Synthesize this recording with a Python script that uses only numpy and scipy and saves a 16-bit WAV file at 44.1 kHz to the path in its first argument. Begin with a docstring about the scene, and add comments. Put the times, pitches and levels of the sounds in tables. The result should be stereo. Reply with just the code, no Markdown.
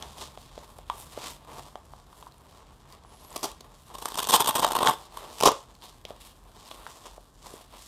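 """A quiet room, close to a small camera microphone: hands turn a padded fabric cuff.
Cloth rustles as noise and random grains under swelling strokes; fittings knock as decaying sines with noisy ticks.
The hook-and-loop strap tears open in short crackling bursts and single hooks snag as brief rings.
A thin bundle of sines glides once over low filtered-noise rumble and a fading two-band drone."""
import sys
import numpy as np
from scipy import signal
from scipy.fft import rfft, irfft
from scipy.io import wavfile
from scipy.ndimage import uniform_filter1d

SR = 44100
rng = np.random.default_rng(int(sys.argv[2]) if len(sys.argv) > 2 else 0)


def invert_db(level):
    """Linear amplitude ratio for a level in decibels (20 dB per decade), elementwise."""
    return 10 ** (np.asarray(level, dtype=float) / 20)


def wav_record(signal):
    """Record a signal, one row per channel, as 16-bit PCM in the file named by sys.argv[1]."""
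    frames = np.transpose(np.atleast_2d(signal))
    bounded = np.clip(frames, -1, 1)
    # unit amplitude maps onto the largest positive 16-bit level
    quanta = np.round(bounded * 32767).astype(np.int16)
    wavfile.write(sys.argv[1], SR, quanta)


N = 347287

# edges between the bands that folds of cloth shade separately: (frequency [Hz])
FOLD_EDGES = (450, 850, 1400, 2500, 3400, 4600, 8000)


def rms_one(x):
    """Power normalisation: scale to rms 1."""
    return x / np.sqrt(np.mean(x ** 2) + 1e-20)


def in_time(rows):
    """Linear interpolation: columns of a curve table at every sample."""
    s, *columns = np.transpose(rows)
    return [np.interp(np.arange(N) / SR, s, column) for column in columns]


def coloured(x, spectrum):
    """Minimum-phase filtering: folding the cepstrum gives a causal response, here of unit energy."""
    hz, level_db = np.transpose(spectrum)
    grid = np.fft.rfftfreq(8192, 1 / SR) + 1   # +1 Hz keeps the logarithm finite
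    log_gain = np.interp(np.log(grid), np.log(hz), level_db) * np.log(10) / 20
    cepstrum = irfft(log_gain)
    cepstrum[1:4096] *= 2
    cepstrum[4097:] = 0
    response = irfft(np.exp(rfft(cepstrum)))[:4096]
    return signal.fftconvolve(x, response / np.linalg.norm(response))[:N]


def half(x, kind):
    """Band splitting: the body ("low") or treble ("high") side of the spectral valley at 2 kHz."""
    return signal.sosfilt(signal.butter(4, 2000, kind, fs=SR, output="sos"), x)


def drift(rate):
    """Band-limited fluctuation: straight lines between normal random knots, rate knots per second."""
    knots = rng.standard_normal(5000)
    return np.interp(np.arange(N) / SR * rate, np.arange(len(knots)), knots)


def grains(per_s, spread_db):
    """Shot noise: random clicks of uneven size and sign, rms 1."""
    sizes = invert_db(spread_db * np.minimum(rng.exponential(1, N), 5))
    sizes = sizes * rng.choice([-1, 1], N)
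    return rms_one(sizes * (rng.random(N) < per_s / SR))


def patchy(x, depth_db, rate, edges):
    """Acoustic shading: folds of cloth make each band between the edges swell and sink on its own."""
    below = [signal.sosfiltfilt(signal.butter(3, hz, fs=SR, output="sos"), x) for hz in edges]
    bands = zip([0] + below, below + [x])
    return sum((top - bottom) * invert_db(depth_db * drift(rate)) for bottom, top in bands)


def stroke_levels():
    """Exponential swell and decay: strokes rise and fall evenly in dB, and their powers add."""
    # cloth sliding on cloth: (peak time [s], body level [dB], hiss re body [dB], swell [s], fade [s])
    strokes = [(0.0, -49, -1.5, .05, 0.31), (0.218, -42, 2, 0.054, 0.072), (0.43, -61, 7.5, 0.092, 0.23),
               (0.6, -54, -2.5, 0.14, 0.29), (1.0, -50, 3, 0.1, 0.083), (1.13, -51, 2, 0.02, 0.081),
               (1.259, -42.5, 1.5, 0.12, 0.094), (1.582, -44, -6, 0.13, 0.15), (2.25, -59, -3, 0.97, 0.12),
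               (2.55, -56, -6, 0.32, 0.42), (2.93, -51, -5, 0.065, 0.1), (3.22, -54.5, -1, 0.2, 0.12),
               (3.35, -51, 1, 0.11, 0.083), (3.46, -43.5, 0.5, 0.058, 0.079), (3.72, -59, -6.5, 0.98, 0.78),
               (3.92, -48.5, -11, 0.056, 0.2), (4.12, -52, 1.5, 0.31, 0.8), (4.93, -44, -1, 0.52, 0.043),
               (5.058, -50, 0.5, 0.078, 0.02), (5.17, -49.5, -0.5, 0.073, 0.25),
               (5.39, -46, 0.5, 0.11, 0.24), (5.55, -51, -6.5, 0.78, 0.15), (5.84, -53, 1.5, 0.027, 0.16),
               (6.09, -51.5, -6, 0.047, 0.11), (6.26, -61, 7, 0.12, 0.14), (6.73, -51.5, -1, 0.32, 0.35),
               (6.885, -53, 1, 0.13, 0.14), (7.07, -51, -1.5, 0.077, 0.11), (7.46, -50.5, 0, 0.05, 0.23),
               (7.55, -55.5, -3, 0.15, 0.17), (7.76, -50, -3, 0.05, 0.073), (7.83, -58.5, 10, 0.13, 0.34)]
    rest_body_db, rest_hiss_db = -74.5, -73   # cloth creaking in the grip between strokes
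    range_db = 15   # gained over the swell, lost over the fade
    t = np.arange(0, N + 64, 64) / SR
    s, body_db, hiss_db, swell, fade = np.transpose(strokes)[:, :, None]
    before_peak = (s - t) / np.maximum(swell, .01)
    after_peak = (t - s) / np.maximum(fade, .01)
    lost_db = range_db * np.maximum(before_peak, after_peak)
    levels = []
    for peak_db, rest_db in ((body_db, rest_body_db), (body_db + hiss_db, rest_hiss_db)):
        power = np.sum(invert_db(peak_db - lost_db) ** 2, axis=0) + invert_db(rest_db) ** 2
        levels.append(np.interp(np.arange(N) / SR, t, 10 * np.log10(power)))
    return levels


def rustle():
    """Friction noise: fibres catch thousands of times a second, hand pressure flutters, stray hooks tick."""
    # colour of the cloth at the microphone: (frequency [Hz], relative power density [dB])
    cloth_colour = [(120, -21.5), (200, -9), (334, -4.5), (456, -2.5), (867, -1), (1060, 2.5),
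                    (1500, -15.5), (2300, -17.5), (3400, -11), (6280, -16.5), (7680, -14.5), (12400, -20),
                    (14300, -22), (16000, -39)]
    body_db, hiss_db = stroke_levels()
    flutter = drift(60.)
    fibres = grains(5000., spread_db=4.5) + 0.5 * rng.standard_normal(N)
    stray = uniform_filter1d(np.abs(grains(90.0, spread_db=4.0)), size=70)
    sound = coloured(fibres, cloth_colour)
    body_gain = invert_db(body_db + 1.6 * flutter + 2.8 * drift(35.)) * (1 + 0.28 * stray)
    hiss_gain = invert_db(hiss_db + 1.6 * flutter + 0.8 * drift(90.)) * (1 + 0.4 * stray)
    body = rms_one(half(sound, "low")) * body_gain
    hiss = rms_one(half(sound, "high")) * hiss_gain
    return body + patchy(hiss, depth_db=3.0, rate=12., edges=FOLD_EDGES[3:])


def room_air():
    """Stationary broadband noise: random pressure coloured into a low rumble."""
    # colour of the room air: (frequency [Hz], relative power density [dB])
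    air_colour = [(24, -35), (40, 16.5), (64, 0), (220, -6.5), (467, -13), (1070, -13.5), (1760, -22),
                  (3220, -52.5), (16000, -65)]
    air = invert_db(-55.0) * coloured(rng.standard_normal(N), air_colour)
    return signal.sosfilt(signal.butter(8, 39., "high", fs=SR, output="sos"), air)


def drone():
    """Narrow-band resonance: noise through two resonators an octave apart makes a far, unsteady drone."""
    # fading of the drone: (time [s], level of the lower band [dB])
    drone_levels = [(0, -55), (3, -62), (7.87, -70)]
    level_db, = in_time(drone_levels)
    low, octave = [signal.lfilter(*signal.iirpeak(hz, 6, SR), rng.standard_normal(N)) for hz in (69, 138)]
    return invert_db(level_db) * (rms_one(low) + 0.68 * rms_one(octave))


def room(x):
    """Diffuse reverberation: exponentially decaying noise, dull and partly different at each ear."""
    t60_s, level_db, wall_cut_hz = 0.23, -14.5, 6400
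    t = np.arange(SR // 2) / SR
    tails = rng.standard_normal((2, len(t))) * invert_db(-60 * t / t60_s) * (t > .004)
    tails = signal.sosfilt(signal.butter(1, [220., wall_cut_hz], "band", fs=SR, output="sos"), tails)
    shared = tails[0] + 0.14 * tails[1] * np.array([[1], [-1]])
    response = shared / np.linalg.norm(tails[0])
    return invert_db(level_db) * signal.fftconvolve(x[None], response, axes=1)[:, :N]


def taps():
    """Impact excitation: a knock at its own pitch rings the padding near 1 kHz, with a tick near 3.5 kHz."""
    # fittings and stiff folds knocking: (time [s], strength [dB], pitch [Hz], tick re strength [dB])
    tap_rows = [(0.025, -42, 600, 21), (0.375, -25.5, 713, -12.5), (0.578, -24.5, 580, -16),
                (0.788, -29, 660, -13.5), (0.8993, -11, 990, -11.5), (1.176, -19.5, 590, -33),
                (1.756, -20, 755, -13), (1.936, -26.5, 820, -27), (2.129, -35, 1030, -14),
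                (2.226, -29.5, 950, -10), (2.268, -28.5, 960, -31), (3.049, -34.5, 860, -29),
                (4.8728, 1, 1400, -6.5), (4.8725, -4, 2850, -19), (5.475, -0.5, 546, -5),
                (5.485, -1, 980, -23), (5.822, -39, 1150, 1.5), (6.052, -29, 570, 4),
                (6.106, -24, 587, -16), (6.713, -27.5, 770, -2), (6.715, -32, 1230, -1),
                (6.817, -36, 1300, -16), (6.866, -17, 1340, -18), (7.18, -29, 624, -37),
                (7.539, -30.5, 403, -22), (7.61, -35, 700, -12)]
    out, t = np.zeros(N + SR), np.arange(SR // 8) / SR
    chance = rng.standard_normal((len(tap_rows), len(t)))
    ring = 0.5 * np.sin(2 * np.pi * 1000 * t) * invert_db(-60 * t / 0.019)
    ring = ring + 0.073 * np.sin(2 * np.pi * 1150 * t) * invert_db(-60 * t / 0.062)
    for (s, strength_db, hz, tick_db), noise in zip(tap_rows, chance):
        knock = np.sin(2 * np.pi * hz * t) * invert_db(-60 * t * hz / 4.9)   # higher knocks die sooner
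        near = 1 / (1 + ((hz - 1030.) / 150.) ** 2)   # knocks close to its pitch drive the padding hardest
        rise = 1 - np.exp(-t / (0.00059 + 0.0011 * near))
        tick = (np.sin(2 * np.pi * 3350 * t) + 0.9 * noise) * invert_db(-60 * t / 0.0055)
        body = 2.01 * rise * (knock + near * ring)
        at = round(s * SR)
        out[at:at + len(t)] += invert_db(strength_db) * (body + invert_db(tick_db) * half(tick, "high"))
    return signal.sosfilt(signal.butter(2, 6500., fs=SR, output="sos"), out[:N])


def snags():
    """Damped free vibration: single hooks snag with a few milliseconds of thin, high ring and crackle."""
    # hooks snagging: (time [s], level of the ring at its start [dB], pitch [Hz])
    snag_rows = [(0.785, -39.5, 9100), (1.856, -51, 10900), (2.3218, -46, 4160), (2.382, -46, 8930),
                 (2.925, -38, 4670), (3.305, -39, 7990), (3.328, -38, 7000), (3.378, -31, 9000),
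                 (3.41, -36, 4970), (5.752, -43, 4320), (6.619, -54.5, 5130), (6.658, -41, 5070),
                 (6.677, -40, 4400), (6.699, -45.5, 4030)]
    t60_s, noise_share = 0.008, 0.66
    out, t = np.zeros(N), np.arange(SR // 40) / SR
    chance = rng.standard_normal((len(snag_rows), len(t)))
    for (s, level_db, hz), noise in zip(snag_rows, chance):
        at = round(s * SR)
        ring = np.sin(2 * np.pi * hz * t) + noise_share * half(noise, "high")
        out[at:at + len(t)] += invert_db(level_db - 60 * t / t60_s) * ring
    return signal.sosfilt(signal.butter(2, 11000., fs=SR, output="sos"), out)


def whine():
    """Frequency modulation: wavering strands glide together, and the top one takes over at the end."""
    # the glide: (time [s], main strand frequency [Hz], main strand level [dB], top strand level [dB])
    glide = [(3.04, 9000, -81, -90), (3.07, 10200, -67, -91), (3.1, 10900, -67, -82),
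             (3.201, 11250, -63, -84), (3.28, 11700, -58, -79), (3.325, 11000, -63, -61),
             (3.43, 10750, -76, -57)]
    hz, main_db, top_db = in_time(glide)
    t = np.arange(N) / SR
    gate = np.clip(np.minimum(t - glide[0][0], glide[-1][0] - t) / .01, 0, 1)   # 10 ms ramps
    phase = 2 * np.pi * np.cumsum(hz * (1 + 0.004 * drift(70.))) / SR
    out = 0
    # frequency ratio and level of each strand
    for ratio, level_db in ((1, main_db), (.925, main_db - 8.), (.78, main_db - 9.), (1.125, top_db)):
        out = out + invert_db(level_db + 3.0 * drift(90.0)) * np.sin(ratio * phase)
    return gate * out


def small_runs(count):
    """Random point process: small runs of hooks strewn over the long pull, as (s, body dB, length ms)."""
    # strength of the small runs: (time [s], mean body level [dB])
    pull = [(3.921, -43.5), (4.151, -32.5), (4.22, -27.5), (4.26, -39.5), (4.45, -36.5), (4.58, -31.5),
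            (4.7, -28), (4.929, -32.5)]
    mean_ms, spread_db = 4.5, 3.0
    when, size, length = rng.random((count, 3)).T
    pull_s, pull_db = np.transpose(pull)
    s = pull_s[0] + when * (pull_s[-1] - pull_s[0])
    body_db = np.interp(s, pull_s, pull_db) + spread_db * (2 * size - 1)
    return list(zip(s, body_db, mean_ms * (.5 + length)))


def strap():
    """Stick-slip release: runs of hooks start at once, crackle and stop; the padding booms near 1 kHz."""
    # single runs of hooks letting go, loud and faint: (time [s], body level [dB], length [ms])
    rips = [(3.359, -29.5, 8.1), (3.429, -28.5, 10.2), (3.439, -28.5, 10), (3.451, -33, 10),
            (3.606, -44.5, 4.7), (3.949, -41, 5.5), (3.983, -37, 6.5), (4.012, -44, 20), (4.056, -28, 2.7),
            (4.081, -37, 6), (4.141, -39, 4.7), (4.173, -32, 5.1), (4.185, -25.5, 8.1), (4.2, -29.5, 6.7),
            (4.217, -40, 2.4), (4.232, -45.5, 4.7), (4.271, -22.5, 2.3), (4.287, -24, 9.7),
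            (4.296, -25, 12), (4.306, -26, 4.5), (4.325, -21.5, 20), (4.336, -20.5, 29), (4.395, -28, 22),
            (4.403, -18.5, 8.4), (4.413, -25.5, 6.6), (4.444, -21, 4.1), (4.461, -25.5, 1.8),
            (4.472, -20.5, 5.8), (4.479, -21, 3.9), (4.486, -21.5, 14), (4.508, -24, 3.2),
            (4.528, -38, 3.8), (4.552, -23.5, 21.4), (4.58, -28, 5.5), (4.594, -23, 4.2), (4.6, -24, 4.9),
            (4.617, -25, 3.3), (4.625, -23, 17.5), (4.643, -24.5, 7.7), (4.665, -24.5, 3.6),
            (4.686, -33, 6.6), (4.708, -36.5, 2.4), (4.719, -25.5, 7.1), (4.731, -25.5, 5.1),
            (4.749, -28.5, 6.6), (4.752, -25, 9.2), (4.762, -19.5, 7.5), (4.787, -19.5, 5.4),
            (4.807, -25.5, 15.6), (4.828, -20, 6.5), (4.841, -25.5, 12), (4.856, -18.5, 19.3),
            (4.879, -21, 17), (4.895, -30, 4.2), (4.914, -29.5, 6.2), (4.929, -44, 4.8), (5.171, -36, 4.4),
            (5.403, -22.5, 2.2), (5.409, -17.5, 3), (5.424, -20.5, 4.9), (5.433, -15.5, 6.4),
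            (5.444, -26, 10), (5.453, -14, 31)]
    # changing brightness of the tear: bright bursts at first, dullest near 4.9 s, then brighter again:
    # (time [s], treble re body [dB])
    brightness = [(3.36, -1), (3.45, 1.5), (3.98, -4.5), (4.3, 1.5), (4.42, -4.5), (4.56, -3.5),
                  (4.66, -6.5), (4.73, -9), (4.91, -10), (5.4, -4.5), (5.47, -7)]
    # colours of the strap's middle and ends: (frequency [Hz], relative power density [dB])
    middle_colour = [(59, -31), (130, -19), (400, -11.5), (634, -10.5), (1060, 0), (1310, -14), (1650, -20),
                     (2220, -27), (3320, -10), (4290, -17.5), (7290, -18.5), (8830, -14), (10900, -24.5),
                     (12700, -18), (14400, -22), (16000, -61)]
    end_colour = [(35, -36), (60, -21), (150, -13.5), (323, -8), (380, -4), (767, -4), (1040, 1),
                  (1660, -29), (3120, -15.5), (3940, -18), (4970, -16), (13300, -25.5), (16000, -41.5)]

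    body = np.zeros(N)
    for s, body_db, length_ms in rips + small_runs(count=50):
        t = np.arange(int(.08 * SR)) / SR * 1000 / max(length_ms, 1)   # in run lengths
        shape = (1 - np.exp(-t / .1)) * np.exp(-t ** 3)
        at = round(s * SR)
        body[at:at + len(t)] += shape * invert_db(body_db)
    treble = body * invert_db(in_time(brightness)[0])

    late = np.clip(drift(300.) - .6, 0, None)   # single hooks keep letting go after each run
    keep = np.exp(-1 / (0.03 * SR))   # 30 ms decay
    body, treble = [force + 1.5 * late * signal.lfilter([1 - keep], [1, -keep], force)
                    for force in (body, treble)]

    hooks = grains(7000., spread_db=1.6) * invert_db(1.5 * drift(450.))
    hooks = hooks + .35 * rng.standard_normal(N)
    t = np.arange(N) / SR
    middle = (t > 3.7) & (t < 5.3)   # the long pull; the ends of the strap sound deeper
    out = 0
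    for part, colour in ((middle, middle_colour), (~middle, end_colour)):
        for force, kind in ((body, "low"), (treble, "high")):
            steady_rms = np.std(half(coloured(hooks, colour), kind))
            out = out + half(coloured(hooks * force * part, colour), kind) / steady_rms
    return patchy(out, depth_db=2.5, rate=60., edges=FOLD_EDGES)


def scene():
    """Superposition: cuff a touch to the right, reflections and air; the ports differ most in the mid range."""
    cuff = rustle() + strap() + taps() + snags()
    air = room_air() + drone()
    direct = cuff * invert_db(0.9 * np.array([[-1], [1]]))
    left, right = direct + room(cuff)
    side = signal.sosfilt(signal.butter(1, 350., "high", fs=SR, output="sos"), left - right) / 2
    side = 0.59 * side + 0.2 * signal.lfilter(*signal.butter(1, 2500., fs=SR), side)
    mid = (left + right) / 2 + air + whine()
    return np.array([mid + side, mid - side])


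def top_cut(x):
    """Nothing passes above the cut-off."""
    return signal.sosfilt(signal.butter(12, 15900, fs=SR, output="sos"), x)


def record(dry):
    """Soft saturation: the input stage rounds the highest peaks."""
    mix = 0.88 * np.tanh(dry / 0.92)
    return top_cut(mix)


dry = scene()
out = record(dry)
wav_record(out)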